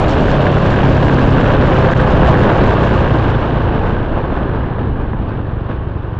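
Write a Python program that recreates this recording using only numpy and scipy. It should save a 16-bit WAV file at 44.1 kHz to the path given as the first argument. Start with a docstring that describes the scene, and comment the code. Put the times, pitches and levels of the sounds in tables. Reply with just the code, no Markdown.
"""Gusty wind and a falling drone: a twin-cylinder motorcycle rolls down a lane, heard behind its fairing.
Eddies buffet a camera case, overload the microphone at first and die down with the road speed.
Road bumps knock the mount; a loose panel rattles with the engine and clacks on rough patches.
On a closing throttle the engine's harmonics slide down through airbox and fairing resonances,
until the clutch is pulled and uneven firings ring the exhaust pipe in a lumpy idle."""
import sys
import numpy as np
from scipy import signal
from scipy.fft import rfft, irfft, next_fast_len
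from scipy.io import wavfile

SR = 44100
rng = np.random.default_rng(int(sys.argv[2]) if len(sys.argv) > 2 else 0)


def unload_wav(signal):
    """Save mono or channel-first audio to the path in sys.argv[1] as 16-bit WAV at rate SR, clipped to [-1, 1]."""
    wavfile.write(
        sys.argv[1],
        SR,
        np.round(np.clip(np.atleast_2d(signal).T, -1, 1) * 32767).astype(np.int16),
    )


N = 272979
T = np.arange(N) / SR

# airflow, dying down with the road speed: (time [s], relative level [dB])
AIRFLOW = [(0, -17), (1.2, -15.5), (2.35, -13.5), (3.05, -16), (3.5, -19), (4.4, -22.5), (5, -26.5),
           (6.19, -31)]
CRUISE_DB = -14  # airflow level at cruising speed
# bending modes of the loose panel: (frequency [Hz], bandwidth [Hz], relative level [dB])
PANEL_MODES = [(1612, 260, 2), (2640, 150, -12)]


def undb(db):
    """Decibels to amplitude ratio."""
    return 10 ** (np.asarray(db) / 20)


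def unit(x):
    """Normalise to rms 1."""
    return x / np.sqrt(np.mean(x ** 2))


def curve(rows):
    """Linear interpolation of (time [s], value) rows."""
    return np.interp(T, *np.transpose(rows))


def colour(x, points):
    """Zero-phase filtering by a (frequency [Hz], gain [dB]) outline."""
    size = next_fast_len(N + 4096)
    hz, db = np.transpose(points)
    f = np.maximum(np.arange(size // 2 + 1) * SR / size, 1)
    gain = undb(np.interp(np.log(f), np.log(hz), db))
    return irfft(rfft(x, size) * gain, size)[:N]


def noise(points):
    """Gaussian noise of rms 1 with a (frequency [Hz], relative level [dB]) spectrum."""
    return unit(colour(rng.standard_normal(N), points))


def low_pass(x, hz, order=4):
    """Maximally flat low-pass filter."""
    return signal.sosfilt(signal.butter(order, hz, fs=SR, output="sos"), x)


def wander(hz):
    """Random modulation of rms 1, band-limited to about hz."""
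    lead = SR // 2
    return unit(low_pass(rng.standard_normal(N + lead), hz, order=2)[lead:])


def resonate(x, hz, width_hz, passes=1):
    """Second-order resonance of gain 1 at its centre; each further pass steepens the skirts."""
    for _ in range(passes):
        x = signal.lfilter(*signal.iirpeak(hz, hz / width_hz, fs=SR), x)
    return x


def bumps(contact_s=0.0012, rubber_hz=2600):
    """Impact excitation: road jolts ring the case and mount, and rubber pads absorb the treble."""
    # road jolts: (time [s], relative level [dB])
    jolts = [(.456, -1.5), (1.598, -2), (2.683, -7), (3.568, -9.5), (3.78, -8.5), (4.176, -6), (4.536, -10),
             (4.569, -15), (4.784, -13), (4.816, -14.5), (5.133, -9.5), (5.701, -15)]
    # modes of the plastic case and mount: (frequency [Hz], 60 dB decay time [s], relative level [dB])
    case_modes = [(235, 0.096, 5.5), (597, 0.0078, 16), (970, 0.028, 1), (1718, 0.013, -6),
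                  (2770, 0.0082, -15.5)]
    t = T[:SR // 10]
    ring = sum(undb(db - 60 * t / t60) * np.sin(2 * np.pi * hz * t) for hz, t60, db in case_modes)
    out = np.zeros(N + len(t))
    for s, db in jolts:
        contact = rng.standard_normal(len(t)) * np.exp(-t / contact_s)
        knock = signal.fftconvolve(contact, ring)[:len(t)]
        at = int(s * SR)
        out[at:at + len(t)] += undb(db) * knock / np.abs(knock).max()
    return low_pass(out[:N], rubber_hz)


def rattle(cycles, level_db=-30.5, growth=1.4, scatter_db=5.0, jitter_turns=.06):
    """Forced vibration: once a crankshaft turn the panel taps its stop, now hard, now barely."""
    turns = np.arange(int(2 * cycles[-1]) + 1)  # two turns to a four-stroke cycle
    late, strength = rng.standard_normal((len(turns), 2)).T
    at = np.searchsorted(2 * cycles, turns + jitter_turns * late)
    heard = (at > 0) & (at < N)
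    taps = np.zeros(N)
    taps[at[heard]] = undb(scatter_db * np.minimum(strength[heard], 1))
    ring = sum(undb(db) * resonate(taps, hz, 2 * width, passes=2) for hz, width, db in PANEL_MODES)
    return unit(ring) * undb(level_db + growth * (curve(AIRFLOW) - CRUISE_DB))


def clacks(gain_db=-1.5, contact_s=0.00037, t60_s=0.01, pitch_spread=0.03):
    """Damped free vibration: rough road throws the panel against its stop, and its modes ring out."""
    # hard strikes of the panel: (time [s], relative level [dB])
    strikes = [(0.2715, -15), (0.284, -9.5), (0.2977, -9), (0.4677, -4), (0.583, -15), (0.657, -7),
               (0.6702, -15), (0.7274, -12), (0.74, -9), (0.7606, -10), (0.771, -15), (0.8882, -17),
               (0.966, -12), (1.1283, -12), (1.184, -9), (1.231, -14), (1.382, -8.5), (1.505, -9),
               (1.849, -6), (1.935, -7.5), (2.001, -6), (2.2697, -11), (2.3523, -8), (2.71, -6.5),
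               (5.7149, -22), (5.777, -23)]
    t = T[:SR // 10]
    envelope = (1 - np.exp(-t / contact_s)) * undb(-60 * t / t60_s)
    out = np.zeros(N + len(t))
    for s, db in strikes:
        # each strike lands elsewhere and rings a little higher or lower
        tunings = 1 + pitch_spread * rng.standard_normal(len(PANEL_MODES))
        ring = envelope * sum(undb(mode_db) * np.sin(2 * np.pi * hz * tuning * t)
                              for (hz, _, mode_db), tuning in zip(PANEL_MODES, tunings))
        at = int(s * SR)
        out[at:at + len(t)] += undb(db + gain_db) * ring / np.abs(ring).max()
    return out[:N]


def roar():
    """Flow-excited resonance: air rings two fairing gaps, the low first, the high as the wind swells."""
    # resonances of the gaps: (frequency [Hz], bandwidth [Hz])
    gaps = [(570, 276), (1020, 340)]
    # their strength: (time [s], low gap level [dB], high gap level [dB])
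    gap_levels = [(0, -19, -36), (.9, -22.5, -42), (1.7, -29, -34), (2.4, -26, -26.5), (3.3, -33, -32),
                  (4.2, -40.5, -42), (5, -47, -51), (6.19, -50, -41)]
    times, *levels = np.transpose(gap_levels)
    out = 0
    for (hz, width), db in zip(gaps, levels):
        ring = resonate(rng.standard_normal(N), hz, width, passes=2)
        out += unit(ring) * undb(np.interp(T, times, db))
    return out


def wind(rush_db=1.0, hiss_db=-1, spit_db=-29, spit_growth=2.4, buffet_share=0.21):
    """Turbulent pressure fluctuation: eddies thump the case and modulate the rush, roar and hiss."""
    # spectra of the flow noise: (frequency [Hz], relative spectral level [dB])
    buffet_spectrum = [(8, -11), (20, 5), (35, 5.5), (60, 2.5), (100, 2.5), (170, -3.5), (260, -8),
                       (450, -15), (1000, -97)]  # eddies striking the case
    rush_spectrum = [(80, -13.5), (200, 1), (330, 1), (560, -1.5), (700, -4), (850, -4.5), (1120, -6.5),
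                     (1370, -12), (1600, -10), (1850, -18), (2100, -24.5), (3000, -31), (5000, -80)]  # air passing over it
    hiss_spectrum = [(1200, -31.5), (2200, -0.5), (2850, 2), (3700, -4.5), (4200, -10.5), (4800, -19),
                     (6000, -26.5), (8000, -63)]  # fine turbulence at the sound port
    spit_spectrum = [(2500, -4.5), (4200, 0), (5200, -3), (6400, -8), (7600, -10), (8200, -30),
                     (10000, -43)]  # sharp spits in fast air
    # envelopes of the wind's bass and treble: (time [s], relative level [dB])
    buffet_levels = [(0, -13.5), (1.05, -16), (1.85, -12.5), (2.5, -13), (3.5, -20), (3.9, -16), (4.2, -19),
                     (4.85, -17.5), (5.3, -21), (6.19, -26)]
    treble_levels = [(0, -31), (2.95, -32.5), (4.4, -43.5), (5, -47.5), (6.19, -50)]
    # single gusts and lulls: (time [s], duration [s], gain [dB])
    gusts = [(2.28, 0.085, 2), (2.715, 0.07, 1.5), (3.3, 0.068, 2.5), (3.88, 0.15, 3), (4.38, 0.23, 3),
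             (4.55, .1, 2.5), (4.82, 0.14, 2.5), (4.94, 0.11, -1), (5.02, 0.064, 3), (5.32, 0.12, 3.3),
             (5.71, 0.07, 4)]
    gusts_db = sum(db * np.cos(np.pi * np.clip((T - s) / length, -.5, .5)) ** 2
                   for s, length, db in gusts)
    treble_db = curve(treble_levels) + gusts_db
    eddies_db = wander(93) + 0.8 * wander(15)
    buffet = noise(buffet_spectrum) * undb(curve(buffet_levels) + buffet_share * gusts_db)
    rush = unit(noise(rush_spectrum) * undb(eddies_db)) * undb(curve(AIRFLOW) + gusts_db + rush_db)
    hiss = unit(noise(hiss_spectrum) * undb(eddies_db + 1.8 * wander(230))) * undb(treble_db + hiss_db)
    # the finest turbulence crackles in bursts and grows much faster with speed than the hiss does
    crackle = unit(noise(spit_spectrum) * undb(4 * wander(410) + 2 * wander(12)))
    speed_db = spit_growth * (treble_db - curve(treble_levels).max())
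    spit = crackle * undb(CRUISE_DB + spit_db + speed_db)
    gusty_roar = roar() * unit(undb(eddies_db)) * undb(gusts_db)
    return buffet + rush + gusty_roar + hiss + spit


def engine_motion(clutch_s=3.78, release_s=0.2, idle_hz=11.65, run_down_s=.39):
    """Cycle rate [Hz] and clutch release [0-1]: once uncoupled, the engine relaxes exponentially to idle."""
    # the engine slowing with the wheels: (time [s], four-stroke cycle rate [Hz])
    geared_rate = [(0, 35.55), (.8, 34.2), (1.3, 33.27), (2, 32.06), (2.25, 31.74), (2.5, 31.05), (3, 29.9),
                   (3.8, 27.25)]
    run_down = np.exp(-np.maximum(T - clutch_s, 0) / run_down_s)
    rate_hz = idle_hz + (curve(geared_rate) - idle_hz) * run_down
    return rate_hz, np.clip((T - clutch_s) / release_s, 0, 1)


def engine_load(rate_hz, freed, top_db=8, sag_db_per_hz=0.77, build_db=11.5, build_s=0.55):
    """Amplitude envelope of the tones in gear: it builds up, sags with the revs and ends with the clutch."""
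    sag_db = sag_db_per_hz * (rate_hz.max() - rate_hz)
    onset_db = build_db * np.maximum(1 - T / build_s, 0)
    return undb(top_db - sag_db - onset_db) * (1 - freed)


def resonance_db(hz, resonances):
    """Gain of a tone passing through (frequency [Hz], bandwidth [Hz], gain [dB]) resonances."""
    return sum(peak_db / (1 + (2 * (hz - f) / width) ** 2) for f, width, peak_db in resonances)


def harmonic(multiple, cycles):
    """A sine of rms 1, phase-locked to a multiple of the engine cycle."""
    return np.sqrt(2) * np.sin(2 * np.pi * (multiple * cycles + rng.random()))


def whine(hz, cycles, multiple=16, level_db=-40):
    """Swept resonance: one clean high harmonic sings out as it falls through two close fairing modes."""
    fairing_db = resonance_db(multiple * hz, [(516, 32, 10.9), (498.5, 18, 9.3)])
    return harmonic(multiple, cycles) * undb(level_db + fairing_db)


def exhaust(rate_hz, cycles, freed, gear_db=-33, free_db=-21, scatter_db=0.3, jitter=0.01, muffler_hz=230):
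    """Pipe resonance: two unevenly spaced firings a cycle, no two alike, excite the air column."""
    # firings of the two cylinders: (phase [cycles], relative level [dB])
    firings = [(.39, -4), (.83, -5)]
    # standing waves in the pipe: (frequency [Hz], bandwidth [Hz], relative level [dB])
    pipe_modes = [(58.4, 11, 2.5), (111, 30, 2.5), (202, 54, -16.5), (326, 54, -6.5)]
    pulses, starts = np.zeros(N), np.arange(int(cycles[-1]) + 1)
    for phase, db in firings:
        late, strength = rng.standard_normal((len(starts), 2)).T
        at = np.searchsorted(cycles, starts + phase + jitter * late)
        heard = (at > 0) & (at < N)
        pulses[at[heard]] += undb(db + scatter_db * strength[heard])
    # neighbouring modes leave the open end with opposite signs
    pipe = sum((-1) ** k * undb(db) * resonate(pulses, hz, width)
               for k, (hz, width, db) in enumerate(pipe_modes))
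    muffled = low_pass(pipe, muffler_hz, order=2)
    beat = unit(muffled / np.sqrt(rate_hz))  # faster firings are each weaker, keeping the power even
    return beat * undb(gear_db + (free_db - gear_db) * freed)


def drone(hz, cycles, waver_db=2.0, rough_db=2.5, sway_cycles=0.016):
    """Harmonic series: each engine tone wavers in the wind and swells where it crosses a resonance."""
    # engine harmonics in gear: (multiple of the cycle rate, relative level [dB])
    partials = [(2, -37.5), (3, -29), (4, -25.5), (5, -31.5), (6, -34.5), (8, -34.5), (12, -38.5),
                (17, -44.5), (18, -43)]
    # airbox and fairing resonances: (frequency [Hz], bandwidth [Hz], gain [dB])
    airbox = [(59, 16, 12.5), (123.7, 35, 3.5), (265.5, 9.8, 8), (592, 6.8, 12)]
    flutter_db = rough_db * wander(45)  # from cycle to cycle, shared by all harmonics
    swayed = cycles + sway_cycles * wander(16)
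    out = 0
    for multiple, db in partials:
        tone = harmonic(multiple, swayed)
        out += tone * undb(db + resonance_db(multiple * hz, airbox) + waver_db * wander(13.8) + flutter_db)
    return out


def dip(x, at_s=1.937, depth_db=-15, fall_s=.0003, recover_s=.013):
    """Transient attenuation: the whole sound ducks for a moment and recovers exponentially."""
    since = np.maximum(T - at_s, 0)
    fall = 1 - np.exp(-(since / fall_s) ** 2)
    return x * undb(depth_db * fall * np.exp(-since / recover_s))


def scene(case_hz=3600):
    """Superposition at one microphone: wind, bumps and the machine, whose treble the case dulls."""
    rate_hz, freed = engine_motion()
    hz = rate_hz * (1 + .0006 * wander(4.5))
    cycles = np.cumsum(hz) / SR
    tones = (drone(hz, cycles) + whine(hz, cycles)) * engine_load(rate_hz, freed)
    machine = tones + exhaust(rate_hz, cycles, freed) + rattle(cycles) + clacks()
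    mono = dip(low_pass(machine, case_hz) + wind() + bumps())
    return np.array([mono, mono])


def record(dry, ceiling=0.71, knee=5, top_hz=10500):
    """Saturation: the microphone flattens the biggest gusts; the upper mids lean right; the top is cut."""
    # rightward lean: (frequency [Hz], side level relative to mid [dB])
    lean = [(150, -70), (300, -79), (500, -54.5), (800, -22.5), (1500, -21.5), (4000, -21.5), (7500, -25.5)]
    saturated = dry / (1 + np.abs(dry / ceiling) ** knee) ** (1 / knee)
    side = colour(saturated[0], lean)
    top_cut = signal.ellip(8, .2, 70, top_hz, fs=SR, output="sos")
    return signal.sosfilt(top_cut, saturated + np.array([-side, side]))


dry = scene()
out = record(dry)
unload_wav(out)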